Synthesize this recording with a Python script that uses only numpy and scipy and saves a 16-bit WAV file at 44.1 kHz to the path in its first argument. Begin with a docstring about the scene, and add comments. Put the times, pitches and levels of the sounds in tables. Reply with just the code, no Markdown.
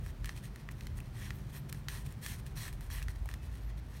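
"""First come light brushes and dry snaps of plastic, over the rumble, hum and hiss of a quiet room.
Fingers are handling a small woven ribbon pouch, close by. After about a second they start to pull
a stiff plastic ribbon through it, six times. Each pull is a swish of tiny slips, coloured by the
hollow weave. The strips snap as they buckle, and their glossy faces hiss and faintly squeak."""
import sys
import numpy as np
from scipy import signal
from scipy.fft import rfft, irfft, next_fast_len
from scipy.io import wavfile
from scipy.ndimage import uniform_filter1d, map_coordinates

SR = 44100
rng = np.random.default_rng(int(sys.argv[2]) if len(sys.argv) > 2 else 0)


def log_audio(samples):
    """Write samples as a 16-bit WAV file to the path given in sys.argv[1]."""
    # one column per channel
    frames = np.atleast_2d(samples).T
    # limit to full scale, then quantise
    limited = np.clip(frames, -1, 1)
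    pcm = np.round(limited * 32767).astype(np.int16)
    wavfile.write(sys.argv[1], SR, pcm)


N = 176400  # 4 seconds


def amp(db):
    return 10 ** (np.asarray(db) / 20)


def unit(x):
    return x / np.sqrt(np.mean(x ** 2) + 1e-20)


def colour(points):
    """Join (Hz, dB) points into a gain for every frequency."""
    f, db = np.transpose(points)
    return lambda hz: amp(np.interp(np.log(hz + 1), np.log(f + 1), db))


def curve(rows):
    """Join (seconds, value) points with straight lines."""
    return np.interp(np.arange(N) / SR, *np.transpose(rows))


def wobble(rate):
    """A smooth curve through `rate` random values a second."""
    return map_coordinates(rng.standard_normal(int(N * rate / SR) + 4), [np.arange(N) * rate / SR])


def swell(start, length):
    """One smooth rise and fall."""
    return np.sin(np.pi * np.clip((np.arange(N) / SR - start) / length, 0, 1))


def tone(hz):
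    """A pure tone that follows a pitch curve."""
    return np.sqrt(2) * np.sin(2 * np.pi * np.cumsum(hz) / SR)


def filtered(x, response):
    """Turn each frequency up or down by response(hz)."""
    size = next_fast_len(len(x) + 8192)
    return irfft(rfft(x, size) * response(np.fft.rfftfreq(size, 1 / SR)), size)[:len(x)]


def noise(points):
    """Noise shaped by (Hz, dB) points."""
    return unit(filtered(rng.standard_normal(N), colour(points)))


def add(track, start, sound):
    """Mix a sound in at `start` seconds."""
    part = track[max(round(start * SR), 0):][:len(sound)]
    part += sound[:len(part)]


# A deep throb. Each row: time in seconds, pitch in Hz, level in dB before the bass cut.
THROB_PATH = [(0, 41.64, -41), (.65, 40.5, -57), (1.05, 37.7, -38), (1.3, 38.57, -51), (2.2, 41.32, -55),
              (2.7, 37.93, -38.5), (3.15, 40.83, -45.5), (3.45, 51.7, -66), (3.62, 52.88, -41),
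              (4, 56, -46)]
# The rumble's colour. Each row: frequency in Hz, relative level in dB.
RUMBLE_COLOUR = [(20, -37), (32, -32.5), (48, 7.5), (65, -2), (82, 2.5), (97, -9.5), (110, -6), (140, -23),
                 (240, -58.5)]
# Its rise and fall. Each row: time in seconds, level in dB before the bass cut.
RUMBLE_LOUDNESS = [(0, -39), (.6, -50.5), (1.0, -43.5), (1.65, -47), (2.2, -43.5), (2.75, -46), (3.2, -39),
                   (3.55, -42), (4, -47.5)]


def rumble(bass_cut_hz=40):
    """Deep noise and a wandering throb, with the lowest bass cut away."""
    path = np.array(THROB_PATH)
    throb_db = curve(path[:, [0, 2]]) + 1.3 * wobble(7.23)
    throb_hz = curve(path[:, [0, 1]]) + 1.53 * wobble(12)
    deep = amp(curve(RUMBLE_LOUDNESS)) * noise(RUMBLE_COLOUR) + amp(throb_db) * tone(throb_hz)
    return filtered(deep, lambda hz: 1 - 1 / (1 + (hz / bass_cut_hz) ** 10))


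# The drone's rise and fall. Each row: time in seconds, level in dB.
DRONE_LOUDNESS = [(0, -49), (.9, -49.5), (1.5, -48), (2.6, -49), (3.1, -54), (4, -54)]
# Hum tones. Each row: pitch in Hz, level in dB compared with the drone.
HUM_TONES = [(123, -4), (146, -10.5), (196, -13.5), (388, -25)]
# Colours of the drone and hiss. Each row: frequency in Hz, relative level in dB.
DRONE_COLOUR = [(70, -64), (100, -0.5), (122, -0.5), (150, -0.5), (175, -15), (200, -11.5), (260, -19.5),
                (400, -24.5), (600, -50)]
HISS_COLOUR = [(100, -0.5), (250, 3.5), (400, -4), (550, -5), (1100, -8), (1800, -11.5), (3000, -17),
               (6000, -24), (10000, -43), (15500, -40)]


def hum_and_hiss(hiss_db=-58):
    """A low drone with wavering hum tones, and faint hiss."""
    hum = sum(amp(db + 2.2 * wobble(6)) * tone(hz + 3 * wobble(12)) for hz, db in HUM_TONES)
    return amp(curve(DRONE_LOUDNESS)) * (noise(DRONE_COLOUR) + hum) + amp(hiss_db) * noise(HISS_COLOUR)


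def room_echo(x, fade_s=0.29, level_db=-14):
    """The short, weak echo of a furnished room."""
    t = np.arange(SR // 4) / SR
    tail = rng.standard_normal(len(t)) * amp(-60 * t / fade_s) * (t > .002)
    return amp(level_db) * signal.fftconvolve(x, tail / np.linalg.norm(tail))[:N]


# Where the hollow weave rings. Each row: frequency in Hz, width in Hz, relative level in dB.
WEAVE_PEAKS = [(1000, 170, 0.5), (1850, 253, 6.5), (2550, 300, -1.5), (3300, 370, -2), (4140, 400, -1.5),
               (5600, 640, -4), (6560, 370, -7), (9000, 1300, -3), (11470, 260, -8.5)]
# Sliding hiss. Each row: frequency in Hz, relative level in dB.
SLIDE_COLOUR = [(200, -35), (500, -15.5), (900, -17.5), (2000, -31.5), (4800, -18), (8000, -12),
                (10200, -15), (12500, -8), (16000, -14)]


def weave(hz):
    """The pouch's colour: ringing peaks on top of broad hiss."""
    peaks = sum(amp(db) ** 2 / (1 + ((hz ** 2 - centre ** 2) / (width * hz + 1)) ** 2)
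                for centre, width, db in WEAVE_PEAKS)
    return np.sqrt(peaks + colour(SLIDE_COLOUR)(hz) ** 2)


def flexing(x, depth_db=1.6):
    """The colour of the rubbing drifts as the weave flexes."""
    bands = signal.stft(x, nperseg=256)[2]
    drift = uniform_filter1d(rng.standard_normal(bands.shape), size=4, axis=0)  # smooth over pitch
    drift = uniform_filter1d(drift, size=16, axis=1)  # and over time
    return signal.istft(bands * amp(depth_db * unit(drift)), nperseg=256)[1][:N]


def friction(slips_per_s, spread, split_hz=5000):
    """Sticking and slipping makes tiny uneven ticks. Returns their body and their treble."""
    slips = (rng.random(N) < slips_per_s / SR) * np.exp(spread * rng.standard_normal(N))
    slips *= rng.choice([-1, 1], N)
    smooth_hiss = .5 * rng.standard_normal(N)
    rub = unit(flexing(filtered(unit(slips) + smooth_hiss, weave)))
    body = filtered(rub, lambda hz: 1 / (1 + (hz / split_hz) ** 2))
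    return body, rub - body


def grip_rustle(level_db=-73):
    """The pouch rustles faintly in the grip all the time."""
    body, treble = friction(slips_per_s=810, spread=0.41)
    return amp(level_db + 4.6 * wobble(12)) * (body + treble)


# Bright hisses. Each row: start in seconds, length in seconds, level in dB, centre in Hz.
GLOSS_HISSES = [(1.325, 0.064, -66, 14000), (1.522, 0.092, -59, 12600), (2.243, 0.093, -58, 11300),
                (2.917, 0.046, -55, 12320)]
# Squeaks. Each row: start in seconds, length in seconds, pitch in Hz, level in dB.
GLOSS_SQUEAKS = [(3.33, 0.21, 2590, -72.5), (3.38, 0.13, 2966, -76), (3.601, 0.12, 11830, -73)]


def glossy_faces(half_width_hz=2200, pitch_waver=.006):
    """Glossy ribbon faces hiss as they slide, and squeak when they catch."""
    out = np.zeros(N)
    for start, length, db, centre in GLOSS_HISSES:
        band = filtered(rng.standard_normal(N), lambda hz: 1 / (1 + ((hz - centre) / half_width_hz) ** 4))
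        out += amp(db) * swell(start, length) * unit(band)
    for start, length, hz, db in GLOSS_SQUEAKS:
        loudness = amp(db + 2 * wobble(80)) * swell(start, length)
        out += loudness * tone(hz * (1 + pitch_waver * wobble(300)))
    return out


# Light brushes. Each row: start in seconds, length in seconds, level in dB, brightness in dB.
BRUSH_STROKES = [(0.025, 0.097, -59.5, 0), (0.224, 0.12, -57.5, -4), (0.341, 0.063, -57, -5),
                 (0.414, 0.081, -59, 1), (0.537, 0.11, -67.5, -12), (0.706, 0.023, -54.5, 1),
                 (0.952, 0.039, -62.5, 15), (1.051, 0.028, -61, -9), (1.308, .13, -64.5, 6),
                 (1.488, 0.025, -59, -2), (1.686, 0.018, -52.5, 0), (1.716, 0.11, -63.5, 1),
                 (2.042, 0.033, -56.5, 0), (2.07, 0.067, -59.5, 2), (2.37, 0.042, -58.5, 5),
                 (2.455, 0.031, -57, 3), (2.468, 0.072, -65.5, 2), (2.722, 0.039, -62.5, 6),
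                 (2.8, .1, -65, 7), (3.019, 0.027, -55, 4), (3.082, 0.042, -58.5, 1),
                 (3.152, 0.014, -60.5, -6), (3.263, 0.11, -60, -7), (3.411, .08, -61, 1),
                 (3.677, 0.048, -64.5, -13), (3.758, 0.047, -60.5, -4), (3.9, .15, -60.5, 0)]


def brushes():
    """Fingers and loose ends rub the weave in soft swells."""
    body, treble = friction(slips_per_s=2200, spread=0.48)
    out = np.zeros(N)
    for start, length, db, bright_db in BRUSH_STROKES:
        tilt = amp(bright_db / 2)
        out += amp(db) * swell(start, length) * (body / tilt + treble * tilt)
    return out * amp(2.2 * wobble(90))


def sharpest_click(points, size=512):
    """A click of this colour with its energy packed at the start (minimum phase)."""
    cepstrum = irfft(np.log(colour(points)(np.fft.rfftfreq(size, 1 / SR))))
    cepstrum[1:size // 2] *= 2
    cepstrum[size // 2 + 1:] = 0
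    return irfft(np.exp(rfft(cepstrum)))


def snap_sized(x, span_s=.005):
    """Give x the energy of a level-1 sound lasting span_s."""
    return x * np.sqrt(span_s * SR) / np.linalg.norm(x)


def crinkle(t, points, fade_s, fold_share=.7):
    """One sharp click, then a fading trail of tiny folds."""
    folds = rng.laplace(size=len(t)) * amp(-60 * t / fade_s) * (t > .0003)
    kicks = (t == 0) + fold_share * folds / np.linalg.norm(folds)
    return snap_sized(np.convolve(kicks, sharpest_click(points))[:len(t)])


# Snaps. Each row: start in seconds, pitch in Hz, then ring, crack and fizz levels in dB before boosts.
BUCKLES = [(0.0631, 1780, -51, -63.5, -62.0), (0.2449, 1680, -48, -48.5, -57.5),
           (0.258, 1840, -50, -48.5, -49.5), (0.2738, 1790, -54, -64, -66),
           (0.2927, 1850, -43.5, -45, -58.0), (0.3751, 2570, -55.5, -56, -62),
           (0.5598, 1870, -52.5, -55.5, -59), (0.689, 1900, -44.5, -57.0, -67),
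           (0.8088, 2560, -53, -52, -63), (0.8695, 2060, -52, -49.5, -56.5), (0.988, 1920, -54, -64, -63),
           (1.003, 2590, -53.0, -60, -58), (1.306, 1900, -42, -47.5, -59.5), (1.6935, 1740, -60, -63, -60),
           (1.7269, 1760, -48.5, -47.5, -47.0), (1.747, 1670, -63.0, -60, -66),
           (1.8848, 1860, -40.5, -39.5, -52), (2.0633, 2460, -59, -65, -58), (2.124, 1870, -62, -66, -58.5),
           (2.2632, 1748, -43.5, -44, -47.5), (2.4649, 1770, -58, -57.5, -58),
           (2.681, 1700, -50.5, -64, -54), (2.7282, 1850, -57.0, -59.0, -58),
           (2.8092, 1560, -58.5, -60.5, -57.5), (2.9026, 1690, -52.5, -63.0, -60),
           (3.0191, 1780, -49, -58, -69), (3.027, 2720, -52.5, -49, -54.5), (3.0837, 1880, -45, -50, -59),
           (3.1605, 1830, -65, -64.5, -67), (3.2582, 2220, -62.0, -63, -58),
           (3.2896, 1796, -46.5, -56.0, -56.5), (3.3139, 1800, -55, -54, -64),
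           (3.3397, 1820, -50, -49.5, -54.5)]
# Colours of the crack and the higher fizz. Each row: frequency in Hz, relative level in dB.
CRACK_COLOUR = [(150, -63), (400, -36), (750, -21), (1200, -13), (1700, -11.5), (2400, 1), (3200, -0.5),
                (4200, -1), (6000, -4.5), (8000, -13), (12000, -31.5)]
FIZZ_COLOUR = [(500, -64), (4000, -27), (7500, 2.5), (11000, 3), (16000, -2)]
# A tap. Each row: start in seconds, pitch in Hz, peak in dB, seconds to fade by 60 dB.
FINGER_TAPS = [(3.2577, 799, -39.5, 0.011)]


def snaps_and_tap(ring_boost_db=1.5, fizz_boost_db=2.5, ring_rise_s=0.00048, ring_fade_s=0.0073):
    """Strips buckle with a crack, a fizz and a brief ring; a fingertip taps the pouch once."""
    out, t = np.zeros(N), np.arange(SR // 40) / SR
    for start, hz, ring_db, crack_db, fizz_db in BUCKLES:
        # two weaker tones, one below the pitch and one above
        side_hz = hz * (1 + np.array([-0.3, 0.3]) * rng.uniform(0.51, 1, 2))
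        tones = np.sin(2 * np.pi * hz * t) + amp(-8.5) * np.sin(2 * np.pi * np.outer(side_hz, t)).sum(0)
        ring = snap_sized(tones * amp(-60 * t / ring_fade_s) * (1 - np.exp(-t / ring_rise_s)))
        crack = amp(crack_db) * crinkle(t, CRACK_COLOUR, fade_s=0.013)
        fizz = amp(fizz_db + fizz_boost_db) * crinkle(t, FIZZ_COLOUR, fade_s=0.016)
        add(out, start, amp(ring_db + ring_boost_db) * ring + crack + fizz)
    for start, hz, db, fade_s in FINGER_TAPS:
        add(out, start, amp(db - 60 * t / fade_s) * np.sin(2 * np.pi * hz * t))
    return out


# Pulls through the weave. Each row: start and length in seconds, level in dB,
# rise and fall in seconds, brightness at mid-pull in dB.
RIBBON_PULLS = [(1.122, 0.21, -52.5, 0.091, 0.074, -4.5), (1.512, 0.09, -52, 0.052, 0.028, -2),
                (1.884, 0.16, -50, 0.0053, 0.089, 0), (2.211, 0.17, -48.5, 0.029, 0.055, 2),
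                (2.551, 0.17, -47.5, 0.027, 0.06, -1), (2.895, .14, -50, 0.018, 0.052, -1.5)]


def pulls(dulling_db=7.5):
    """The ribbon speeds up, slides and slows; its swish dulls towards the end."""
    body, treble = friction(slips_per_s=7000, spread=.42)
    out, t = np.zeros(N), np.arange(N) / SR
    for start, length, db, rise, fall, bright_db in RIBBON_PULLS:
        speed = np.clip((t - start) / rise, 0, 1) * np.clip((start + length - t) / fall, 0, 1)
        progress = np.clip((t - start) / length, 0, 1)
        tilt = amp((bright_db - dulling_db * (progress - .5)) / 2)
        out += amp(db) * speed * (body / tilt + treble * tilt)
    return out * amp(0.29 * wobble(70))


def scene():
    """The ribbon, its echo and the room behind it, in one channel."""
    ribbon = pulls() + brushes() + grip_rustle() + glossy_faces() + snaps_and_tap()
    return (ribbon + room_echo(ribbon) + rumble() + hum_and_hiss())[None]


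def record(dry):
    """Cut away the very highest treble."""
    return np.array([filtered(x, lambda hz: hz < 15850) for x in dry])


dry = scene()
out = record(dry)
log_audio(out)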